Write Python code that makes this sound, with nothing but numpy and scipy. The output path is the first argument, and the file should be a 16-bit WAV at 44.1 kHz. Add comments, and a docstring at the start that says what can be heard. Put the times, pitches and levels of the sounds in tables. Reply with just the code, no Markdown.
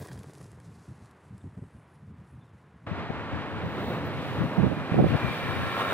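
"""An inline skater rolls away over the stone slabs of a quiet plaza, in mono: rough stone and joints
ring the skates, grit crackles, wind puffs. A cut leads to stereo with loud traffic, where the skater
passes close by on drumming wheels. Gusts thump on the two microphone ports, and a motor scooter
comes near with engine partials, a casing rasp and a whining drive."""
import sys
import numpy as np
from scipy import signal
from scipy.fft import rfft, irfft, next_fast_len
from scipy.io import wavfile
from scipy.ndimage import uniform_filter1d, map_coordinates

SR = 44100
rng = np.random.default_rng(int(sys.argv[2]) if len(sys.argv) > 2 else 0)


def output_pcm(signal):
    """Save a mono or channel-first signal as 16-bit PCM at the path in sys.argv[1].

    Samples are clipped to [-1, 1] before scaling.
    """
    pcm = np.clip(np.atleast_2d(signal).T, -1, 1) * 32767
    wavfile.write(sys.argv[1], SR, np.round(pcm).astype(np.int16))


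N = 261513
T = np.arange(N) / SR
CUT_S = 2.866

# skate frame and boot modes: (centre [Hz], width [Hz], gain [dB])
FRAME_MODES = [(280, 54, 5.5), (397, 180, 4.5), (783, 300, -2.5), (1040, 270, -5), (1660, 210, -11),
               (1907, 156, -9.5)]
# wheel and bearing modes: (centre [Hz], width [Hz], gain [dB])
WHEEL_MODES = [(970, 70, 2), (1620, 70, 2), (1900, 110, -0.5), (2440, 70, -10), (3240, 70, -8),
               (4870, 250, -13)]
# snapping stone crumbs: (centre [Hz], width [Hz], gain [dB])
CRUMB_MODES = [(5000, 350, -13.5), (6350, 550, -17), (8000, 1200, -9), (9400, 520, -12), (10300, 1000, -8)]
# grit under the wheels: (frequency [Hz], density [dB])
GRIT_SPECTRUM = [(1470, -37), (2500, -2), (2980, -10), (3520, -1.5), (6000, -2.5), (10100, -3),
                 (12300, -12), (13500, -39), (15500, -42)]
# finest wheel sizzle: (frequency [Hz], density [dB])
SIZZLE_SPECTRUM = [(7000, -33), (10000, -30), (11500, -3), (14000, 0), (15700, 1)]


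def amp(db):
    """Decibels to gain."""
    return 10 ** (np.asarray(db) / 20)


def unit(x):
    """Scale to rms 1."""
    return x / np.sqrt(np.mean(x ** 2) + 1e-20)


def along(points, hz):
    """(Hz, value) points read on a log axis."""
    knots_hz, values = np.transpose(points)
    return np.interp(np.log(hz + 1), np.log(knots_hz + 1), values)


def curves(rows):
    """Per-sample curve for each column after the time."""
    times_s, *columns = np.transpose(rows)
    return [np.interp(T, times_s, column) for column in columns]


def wobble(rate_hz):
    """Smooth random curve, rate_hz knots a second."""
    return map_coordinates(rng.standard_normal(int(6 * rate_hz) + 8), [T * rate_hz], mode="nearest")


def bell(middle_s, length_s):
    """Bell of peak 1, length_s wide at half height."""
    return .5 ** ((2 * (T - middle_s) / length_s) ** 2)


def swells(rows):
    """Gain from (middle [s], length [s], level [dB]) bells."""
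    return sum(amp(db) * bell(s, length_s) for s, length_s, db in rows)


def port_swells(rows):
    """Gain per port from (middle [s], length [s], left [dB], right [dB]) bells."""
    return sum(amp([[left], [right]]) * bell(s, length_s) for s, length_s, left, right in rows)


def filtered(x, response):
    """x through a complex frequency response."""
    size = next_fast_len(N + SR // 4)
    return irfft(rfft(x, size) * response(np.fft.rfftfreq(size, 1 / SR)), size)[..., :N]


def colour(x, spectrum):
    """x shaped by a spectrum, at rms 1."""
    return unit(filtered(x, lambda hz: amp(along(spectrum, hz))))


def resonate(x, modes):
    """x through parallel resonances of alternating sign."""
    def response(hz):
        return sum((-1) ** k * amp(db) * 1j * hz * width / (centre ** 2 - hz ** 2 + 1j * hz * width)
                   for k, (centre, width, db) in enumerate(modes))
    return filtered(x, response)


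def noise():
    """Two independent white noises."""
    return rng.standard_normal((2, N))


def grains(per_s, spread_db):
    """Two channels of tiny impacts, random in time and size."""
    return unit((rng.random((2, N)) < per_s / SR) * noise() * amp(spread_db * noise()))


def ports(pair, lead_samples=3.72):
    """Independent pair to partly coherent sound at the two ports; left leads."""
    # likeness of the ports: (frequency [Hz], coherence [0..1])
    coherence = [(100, 0.99), (640, 0.99), (1400, 0.95), (3000, 0.81), (7000, 0.2), (15000, 0.091)]

    def mix(hz):
        angle = np.arccos(np.clip(along(coherence, hz), -1, 1)) / 2
        return np.array([np.cos(angle), np.sin(angle)])

    def delay(hz):
        return np.exp(np.outer([1, -1], 1j * np.pi * hz * lead_samples / SR))
    mid, side = filtered(pair, mix)
    return filtered(np.array([mid + side, mid - side]), delay) * amp([[-.35], [.35]])


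def pass_by(abreast_s, miss_m, m_per_s):
    """Straight pass: gain re the nearest point, and approach cosine (1 to -1)."""
    ahead_m = m_per_s * (abreast_s - T)
    distance_m = np.hypot(miss_m, ahead_m)
    return miss_m / distance_m, ahead_m / distance_m


def scooter_path(corner_s=4.86, spread_s=0.14, shadow_db=-19):
    """Gain and approach cosine of the scooter emerging from behind a building."""
    near, head_on = pass_by(abreast_s=6.27, miss_m=4.17, m_per_s=6.44)
    hidden = (1 - np.tanh((T - corner_s) / spread_s)) / 2
    return near * amp(shadow_db * hidden), head_on


def skater_path():
    """Distance gain of the skater crossing in front."""
    return pass_by(abreast_s=4.46, miss_m=0.96, m_per_s=1.34)[0]


def city():
    """Faint, wavering city noise, mono."""
    # city bed: (frequency [Hz], density [dB])
    spectrum = [(120, -18), (200, -6.5), (430, -5), (650, -8), (950, -5), (1700, -11), (3000, -22),
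                (4800, -34.5), (11000, -53), (15500, -77)]
    return amp(-62 + 1.2 * wobble(5.8)) * colour(noise()[0], spectrum)


def street(roar_db=-37.5, rise_db_per_s=0.92, far_hiss_db=-56.5):
    """Traffic roars; tyre hiss and wheel fizz grow as scooter and skater come near."""
    # traffic roar: (frequency [Hz], density [dB])
    roar_spectrum = [(150, -11.5), (250, -1), (398, -4.5), (435, -3.5), (498, -2.5), (683, -5), (964, -4.5),
                     (1680, -9), (2410, -14.5), (2670, -15.5), (3770, -23.5), (5570, -38.5), (9000, -47.5),
                     (11700, -68), (19800, -120)]
    # tyre hiss: (frequency [Hz], density [dB])
    hiss_spectrum = [(1060, -16), (1800, 9.5), (2030, 2), (2410, 6), (2490, 2.5), (3660, -4), (4680, -10.5),
                     (7000, -63), (9100, -62), (15400, -120)]
    # wheel fizz: (frequency [Hz], density [dB])
    fizz_spectrum = [(3240, 4), (5500, 4.5), (7120, -5.5), (8710, 1), (9980, -5.5), (11200, 0),
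                     (13300, -5.5), (15100, -18), (15700, -6)]
    # brief surges of hiss: (middle [s], length [s], level [dB])
    surges = [(3.85, 0.42, -54), (4.28, 0.22, -47), (5.1, 0.066, -48), (5.35, 0.14, -42), (5.8, .05, -39)]
    # their colour: (frequency [Hz], density [dB])
    surge_spectrum = [(900, -16), (1800, 4.5), (2800, 2.5), (3700, 1), (5500, -17), (9000, -23),
                      (15500, -24)]
    scooter_near, _ = scooter_path()
    roar_gain = amp(roar_db + rise_db_per_s * (T - CUT_S) + 1.23 * wobble(15))
    roar = roar_gain * ports(colour(noise(), roar_spectrum))
    hiss_gain = np.hypot(amp(far_hiss_db), amp(-37) * scooter_near) * amp(wobble(22))
    hiss = hiss_gain * ports(colour(noise(), hiss_spectrum))
    fizz_gain = np.hypot(amp(-60) * skater_path() ** 1.8, amp(-50) * scooter_near)
    fizz_gain *= amp(0.5 * wobble(45) + 0.16 * wobble(6.4))
    fizz = fizz_gain * ports(colour(grains(per_s=24000, spread_db=-1.5), fizz_spectrum))
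    sizzle = amp(-53 + 0.97 * wobble(9)) * scooter_near ** 2 * ports(colour(noise(), SIZZLE_SPECTRUM))
    swish = swells(surges) * ports(colour(noise(), surge_spectrum))
    return roar + hiss + fizz + sizzle + swish


def turbulence(spectrum, hold_s):
    """Pressure swings levelled over hold_s, independent at each port."""
    x = colour(noise(), spectrum)
    power = np.abs(uniform_filter1d(x ** 2, int(hold_s * SR), axis=1))
    return x / np.sqrt(power + 0.013)


def wind(breeze_db, eddy_db, eddy_knee_db, gust_db, edge_s=0.0027, deep_limit_db=-24):
    """Gusts buffet each port; in the strongest the deep part saturates and brighter eddies take over."""
    # gusts: (middle [s], length [s], left [dB], right [dB])
    gusts = [(0.02, 0.035, -38.5, -33), (0.161, 0.11, -41, -41), (0.28, 0.029, -44, -43),
             (0.426, 0.05, -45, -46), (0.65, 0.32, -53.5, -51), (0.903, 0.048, -41, -39.5),
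             (1.025, 0.01, -44, -44), (1.332, 0.046, -41, -34), (1.464, 0.05, -38, -38.5),
             (1.584, 0.02, -35.5, -34), (1.632, 0.021, -34.5, -33.5), (2.111, 0.075, -44, -43.5),
             (2.205, 0.037, -45.5, -45), (2.36, 0.075, -45.5, -43.5), (2.55, 0.022, -48, -50),
             (2.759, 0.027, -50, -51), (2.93, 0.023, -27, -54), (3.351, 0.044, -26, -49),
             (3.578, 0.035, -47, -33), (3.654, 0.051, -30.5, -27.5), (4.126, .12, -61, -34.5),
             (4.422, 0.088, -24, -30), (4.596, 0.038, -53, -15.5), (4.652, 0.06, -27, -16.5),
             (4.712, 0.055, -53, -22.5), (4.774, 0.014, -40, -22.5), (4.808, 0.024, -31, -35),
             (4.955, 0.043, -21, -22.5), (4.997, 0.039, -17.5, -15), (5.049, 0.046, -22.5, -16),
             (5.115, 0.098, -22, -29), (5.272, 0.088, -24, -42), (5.486, 0.095, -26.5, -52),
             (5.617, 0.12, -27.5, -31)]
    # drops in the breeze: (middle [s], length [s], depth [dB])
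    lulls = [(0.862, .035, -6), (1.086, 0.03, -8), (1.21, 0.091, -9), (1.706, 0.034, -13), (2, 0.033, -11),
             (2.27, 0.038, -5), (2.645, 0.32, -4.5)]
    # deep buffeting: (frequency [Hz], density [dB])
    buffet_spectrum = [(20, -40), (40, -34), (65, -2.5), (100, 4), (160, 0.5), (250, -9.5), (400, -28),
                       (800, -67), (2000, -77.5), (5000, -120)]
    # eddies: (frequency [Hz], density [dB])
    eddy_spectrum = [(50, -40), (85, -1), (110, 19.5), (150, 15.5), (250, 13), (450, 1), (720, -6.5),
                     (1100, -20), (2500, -70), (6000, -120)]
    power = np.zeros((2, N))
    for s, length_s, left_db, right_db in gusts:
        gate = (1 + np.tanh((length_s / 2 - np.abs(T - s)) / edge_s)) / 2
        power += amp([[left_db], [right_db]]) ** 2 * gate
    gust = amp(gust_db) * np.sqrt(power)
    lull_db = sum(db * bell(s, length_s) for s, length_s, db in lulls)
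    breeze = amp(breeze_db + lull_db + 3 * np.array([wobble(22.11), wobble(15)]))
    lumps = unit(amp(3 * np.array([wobble(70), wobble(70)])))
    eddy_gain = amp(eddy_db) * gust * np.tanh(gust / amp(eddy_knee_db)) * lumps
    eddies = eddy_gain * turbulence(eddy_spectrum, hold_s=0.0162)
    deep = gust / np.hypot(1, gust / amp(deep_limit_db))
    return np.hypot(deep, breeze) * turbulence(buffet_spectrum, hold_s=0.0313) + eddies


def thumps(width_cycles=0.32):
    """An eddy hits a port: one short pressure swing."""
    # eddy hits: (time [s], pitch [Hz], left peak [dB], right peak [dB])
    hits = [(2.917, 158, -16.5, -43), (3.105, 178, -15, -43), (4.579, 170, -40, -13),
            (4.594, 150, -40, -15), (4.636, 198, -27, -7), (4.922, 146, -31, -10.5), (4.944, 440, -32, -9),
            (5.026, 218, -6, -26), (5.147, 154, -12.5, -32), (5.154, 143, -11, -38),
            (5.248, 141, -10.5, -30)]
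    out = np.zeros((2, N))
    for s, hz, left_db, right_db in hits:
        cycles = (T - s) * hz
        window = np.exp(-(cycles / width_cycles) ** 2 / 2)
        out -= amp([[left_db], [right_db]]) * np.cos(2 * np.pi * cycles) * window
    return out


def tearing():
    """The fastest air tears at the ports in short, brighter bursts."""
    # bursts: (middle [s], length [s], left [dB], right [dB])
    bursts = [(.02, 0.016, -42.5, -40), (3.105, 0.016, -32.5, -51), (4.639, 0.0084, -32, -18.5),
              (4.667, 0.0079, -35, -22), (4.72, 0.013, -52, -25.5), (4.999, 0.031, -26, -17.5),
              (5.043, 0.013, -38, -16), (5.145, 0.015, -22, -40)]
    # tearing air: (frequency [Hz], density [dB])
    spectrum = [(120, -32), (260, 1.5), (480, -1), (750, -8.5), (1200, -33), (3000, -62), (6000, -120)]
    return port_swells(bursts) * turbulence(spectrum, hold_s=0.0075)


def scooter(engine_db=-26, ahead_db=-17, rasp_db=1, jitter=0.00141, throb=0.75, whine_order=24):
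    """Engine partials and drive whine sink in pitch; each firing puffs noise through the casing."""
    # drive: (time [s], firing rate [Hz], whine [dB])
    drive = [(3.9, 102.7, -83), (4.35, 104, -58), (4.62, 102.6, -61), (4.78, 101.3, -53),
             (4.95, 101.6, -62), (5.06, 99.8, -55), (5.16, 99.2, -47.5), (5.3, 98.62, -43.5),
             (5.56, 97.5, -48), (5.6, 97.4, -54), (5.7, 97.33, -48.5), (5.93, 97.3, -48)]
    # engine partials: (order [x firing rate], level [dB])
    orders = [(1, -14), (2, -14), (4, -4), (6, -13), (11, 1.5), (12, -7), (14, -1), (17, -4), (22, -12),
              (27, -14), (39, -15)]
    # exhaust and casing modes: (centre [Hz], width [Hz], gain [dB])
    casing_modes = [(600.2, 230, 1.5), (1145, 135, 1), (1330, 134, 3), (1620, 210, -5.5), (2480, 280, -18),
                    (3700, 140, -6.5)]
    # throttle blips: (middle [s], length [s], level [dB])
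    blips = [(5.81, 0.06, -35), (5.92, 0.076, -33.5)]
    firing_hz, whine_db = curves(drive)
    near, head_on = scooter_path()
    phase = 2 * np.pi * np.cumsum(firing_hz * (1 + jitter * wobble(30))) / SR

    def partial(order, flicker_hz, scatter_rad, flutter_db):
        # wall echoes scatter the phase differently at each port
        drift = scatter_rad * np.array([wobble(flicker_hz), wobble(flicker_hz)])
        drift += rng.uniform(0, 2 * np.pi)
        return amp(flutter_db * wobble(flicker_hz)) * np.sin(order * phase + drift)
    partials = sum(amp(db) * partial(order, flicker_hz=60, scatter_rad=.66, flutter_db=2.5)
                   for order, db in orders)
    engine = unit(amp(2.5 * wobble(98)) * partials)  # uneven firing
    puffs = ports(noise()) * (1 + throb * np.cos(phase)) ** 2
    rasp = amp(rasp_db) * unit(resonate(puffs, casing_modes))
    whine = amp(whine_db) * unit(partial(whine_order, flicker_hz=45, scatter_rad=0.39, flutter_db=1.5))
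    exhaust_gain = near * amp(engine_db + ahead_db * head_on)  # points backwards: weaker ahead
    return np.hypot(exhaust_gain, swells(blips)) * (engine + rasp) + whine


def squeaks(jitter=0.026):
    """A wheel slips sideways: a brief, thin, falling note."""
    # slips: (start [s], length [s], pitch [Hz], fall [share of pitch], level [dB])
    slips = [(1.41, 0.016, 3600, .05, -68), (2.408, 0.045, 3630, 0.056, -71), (2.445, 0.14, 3980, .36, -81)]
    out = np.zeros(N)
    for s, length_s, hz, fall, db in slips:
        progress = np.clip((T - s) / length_s, 0, 1)
        pitch_hz = hz * (1 - fall * progress + jitter * wobble(600))
        envelope = amp(db) * np.sin(np.pi * np.sqrt(progress))
        out += envelope * np.sin(2 * np.pi * np.cumsum(pitch_hz) / SR)
    return out


def scrapes():
    """Each sideways push grinds the grit in its own band."""
    # pushes: (middle [s], length [s], centre [Hz], width [Hz], level [dB])
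    pushes = [(0.414, 0.11, 8000, 9000, -66), (0.653, 0.05, 5460, 6950, -69.5),
              (0.84, 0.18, 6040, 9000, -71.5), (1.04, 0.11, 6000, 8000, -73.5),
              (1.246, 0.12, 8460, 2500, -80), (1.424, 0.1, 8140, 1420, -78.5),
              (1.62, 0.17, 8600, 1600, -80), (1.79, 0.1, 9800, 2200, -79), (1.942, 0.11, 10500, 1300, -82),
              (2.312, 0.09, 10100, 2500, -78.5)]
    grind = colour(grains(per_s=5000, spread_db=3.5)[0], GRIT_SPECTRUM)
    return sum(amp(db) * bell(s, length_s) * unit(resonate(grind, [(hz, width_hz, 0)]))
               for s, length_s, hz, width_hz, db in pushes)


def rattles():
    """Runs of small knocks on rough slabs keep the wheels ringing."""
    # runs: (middle [s], length [s], level [dB])
    runs = [(.022, 0.031, -55), (.052, .016, -55), (.089, 0.02, -55), (.115, 0.017, -57), (.178, .012, -60)]
    return swells(runs) * unit(resonate(grains(per_s=2500, spread_db=4)[0], WHEEL_MODES))


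def joints(crack_t60_s=.007, rattle_t60_s=.04, rattle_db=-15, trim_db=-5, ring_db=15):
    """A wheel meets a slab edge: a crack, a brief rattle, and a blow that rings frame and wheels."""
    # joint hits: (time [s], level [dB], knock re level [dB])
    hits = [(0.0232, -34, 11), (.028, -39, 15), (0.052, -39, 16), (.072, -34, -2), (.0852, -37.5, 17),
            (0.1179, -44, 22.5), (0.1317, -37, -2), (0.1758, -45, 21.5), (.191, -37, -2), (0.233, -38, 3),
            (0.285, -48, 5), (.335, -39.5, -2), (0.344, -43, -2), (.352, -40, -5), (0.375, -46, -3),
            (0.382, -44, -2), (.414, -41, 11), (0.428, -43, 4), (0.443, -43, 4), (0.463, -46, -4),
            (0.517, -42, 6.5), (0.601, -42.5, 14), (.742, -53, 1), (.867, -50, 0), (1.058, -48, 9),
            (1.1113, -45, -5), (1.38, -46, -4)]
    # crack filter: (frequency [Hz], gain [dB])
    crack_eq = [(300, -4), (3000, -3.5), (11000, -2), (14000, -29)]
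    cracks, knocks = np.zeros((2, N))
    t = np.arange(SR // 20) / SR
    decay = amp(-60 * t / crack_t60_s) + amp(rattle_db - 60 * t / rattle_t60_s)
    for s, db, knock_db in hits:
        start = round(s * SR)
        cracks[start:start + len(t)] += amp(db + trim_db) * decay * rng.standard_normal(len(t))
        knocks[start] += amp(db + trim_db + knock_db)
    snaps = amp(-2) * cracks + resonate(cracks, CRUMB_MODES)
    ring = amp(ring_db) * (resonate(knocks, FRAME_MODES) + resonate(knocks, WHEEL_MODES))
    return filtered(snaps, lambda hz: amp(along(crack_eq, hz))) + ring


def skater_leaving(start_m=0.39, far_m=6.14, slowing_s=1.9, grit_fade_db_per_s=1):
    """Rough stone shakes the skates, grit crackles, crumbs snap; all fade as the skater coasts away."""
    distance_m = start_m + (far_m - start_m) * (1 - np.exp(-T / slowing_s))
    rumble = amp(-55) * unit(resonate(grains(per_s=3500, spread_db=7.5)[0], FRAME_MODES))
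    grit = colour(grains(per_s=12000, spread_db=-1.5)[0], GRIT_SPECTRUM)
    crumbs = amp(-22) / distance_m * unit(resonate(grains(per_s=730, spread_db=-5)[0], CRUMB_MODES))
    grit_gain = amp(-67 - grit_fade_db_per_s * T - 1.5 * wobble(11.97) + 2 * wobble(65))
    sizzle = amp(-81) * colour(grains(per_s=4400, spread_db=2.5)[0], SIZZLE_SPECTRUM)
    return (rumble + grit_gain * (grit + crumbs)) / distance_m + sizzle / distance_m ** 3


def skater_passing(rumble_db=-38.5, growl_db=-7):
    """Wheels drum on the slabs and sizzle as they carve; each stride loads the frame until it growls."""
    # weight on one skate: (middle [s], length [s], level [dB])
    strides = [(3.87, 0.24, -32), (4.52, 0.45, -39)]
    # wheels carving: (middle [s], length [s], left [dB], right [dB])
    carves = [(3.7, .14, -92, -65), (3.82, .08, -73, -65), (3.9, 0.13, -58, -57), (4.068, 0.028, -56, -56),
              (4.42, 0.32, -64, -66)]
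    # rolling rumble: (frequency [Hz], density [dB])
    roll_spectrum = [(30, -57), (60, -12.5), (120, 3), (220, 1), (400, -5), (700, -9), (1500, -43),
                     (4000, -25), (9000, -120)]
    load = swells(strides)
    rumble_gain = np.hypot(amp(rumble_db) * skater_path(), load) * amp(1.2 * wobble(27))
    rumble = rumble_gain * ports(colour(grains(per_s=6000, spread_db=0), roll_spectrum))
    growl = amp(growl_db) * load * unit(resonate(ports(grains(per_s=2500, spread_db=1)), FRAME_MODES))
    carve_gain = port_swells(carves) * amp(wobble(30.9))
    sizzle = carve_gain * ports(colour(grains(per_s=11000, spread_db=2.5), SIZZLE_SPECTRUM))
    return rumble + growl + sizzle


def scene(crossfade_s=0.004):
    """The quiet plaza in mono (wind of the left port only), then the busy one in stereo."""
    quiet = city() + skater_leaving() + rattles() + scrapes() + squeaks() + tearing()[0]
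    quiet += wind(breeze_db=-53.5, eddy_db=-3, eddy_knee_db=-31, gust_db=-1.5)[0]
    busy = street() + skater_passing() + scooter() + thumps() + tearing()
    busy += wind(breeze_db=-40, eddy_db=2.5, eddy_knee_db=-21, gust_db=-2)
    cut = np.clip((T - CUT_S) / crossfade_s + .5, 0, 1)
    return (1 - cut) * quiet + cut * busy + joints()


def record(dry, low_hz=65, ceiling=.44, top_hz=15780):
    """Third-order high-pass, soft clip of the hardest gusts, brick-wall low-pass."""
    x = filtered(dry, lambda hz: hz ** 3 / np.sqrt(hz ** 6 + low_hz ** 6))
    x = x / (1 + (x / ceiling) ** 6) ** (1 / 6)
    return filtered(x, lambda hz: hz < top_hz)


dry = scene()
out = record(dry)
output_pcm(out)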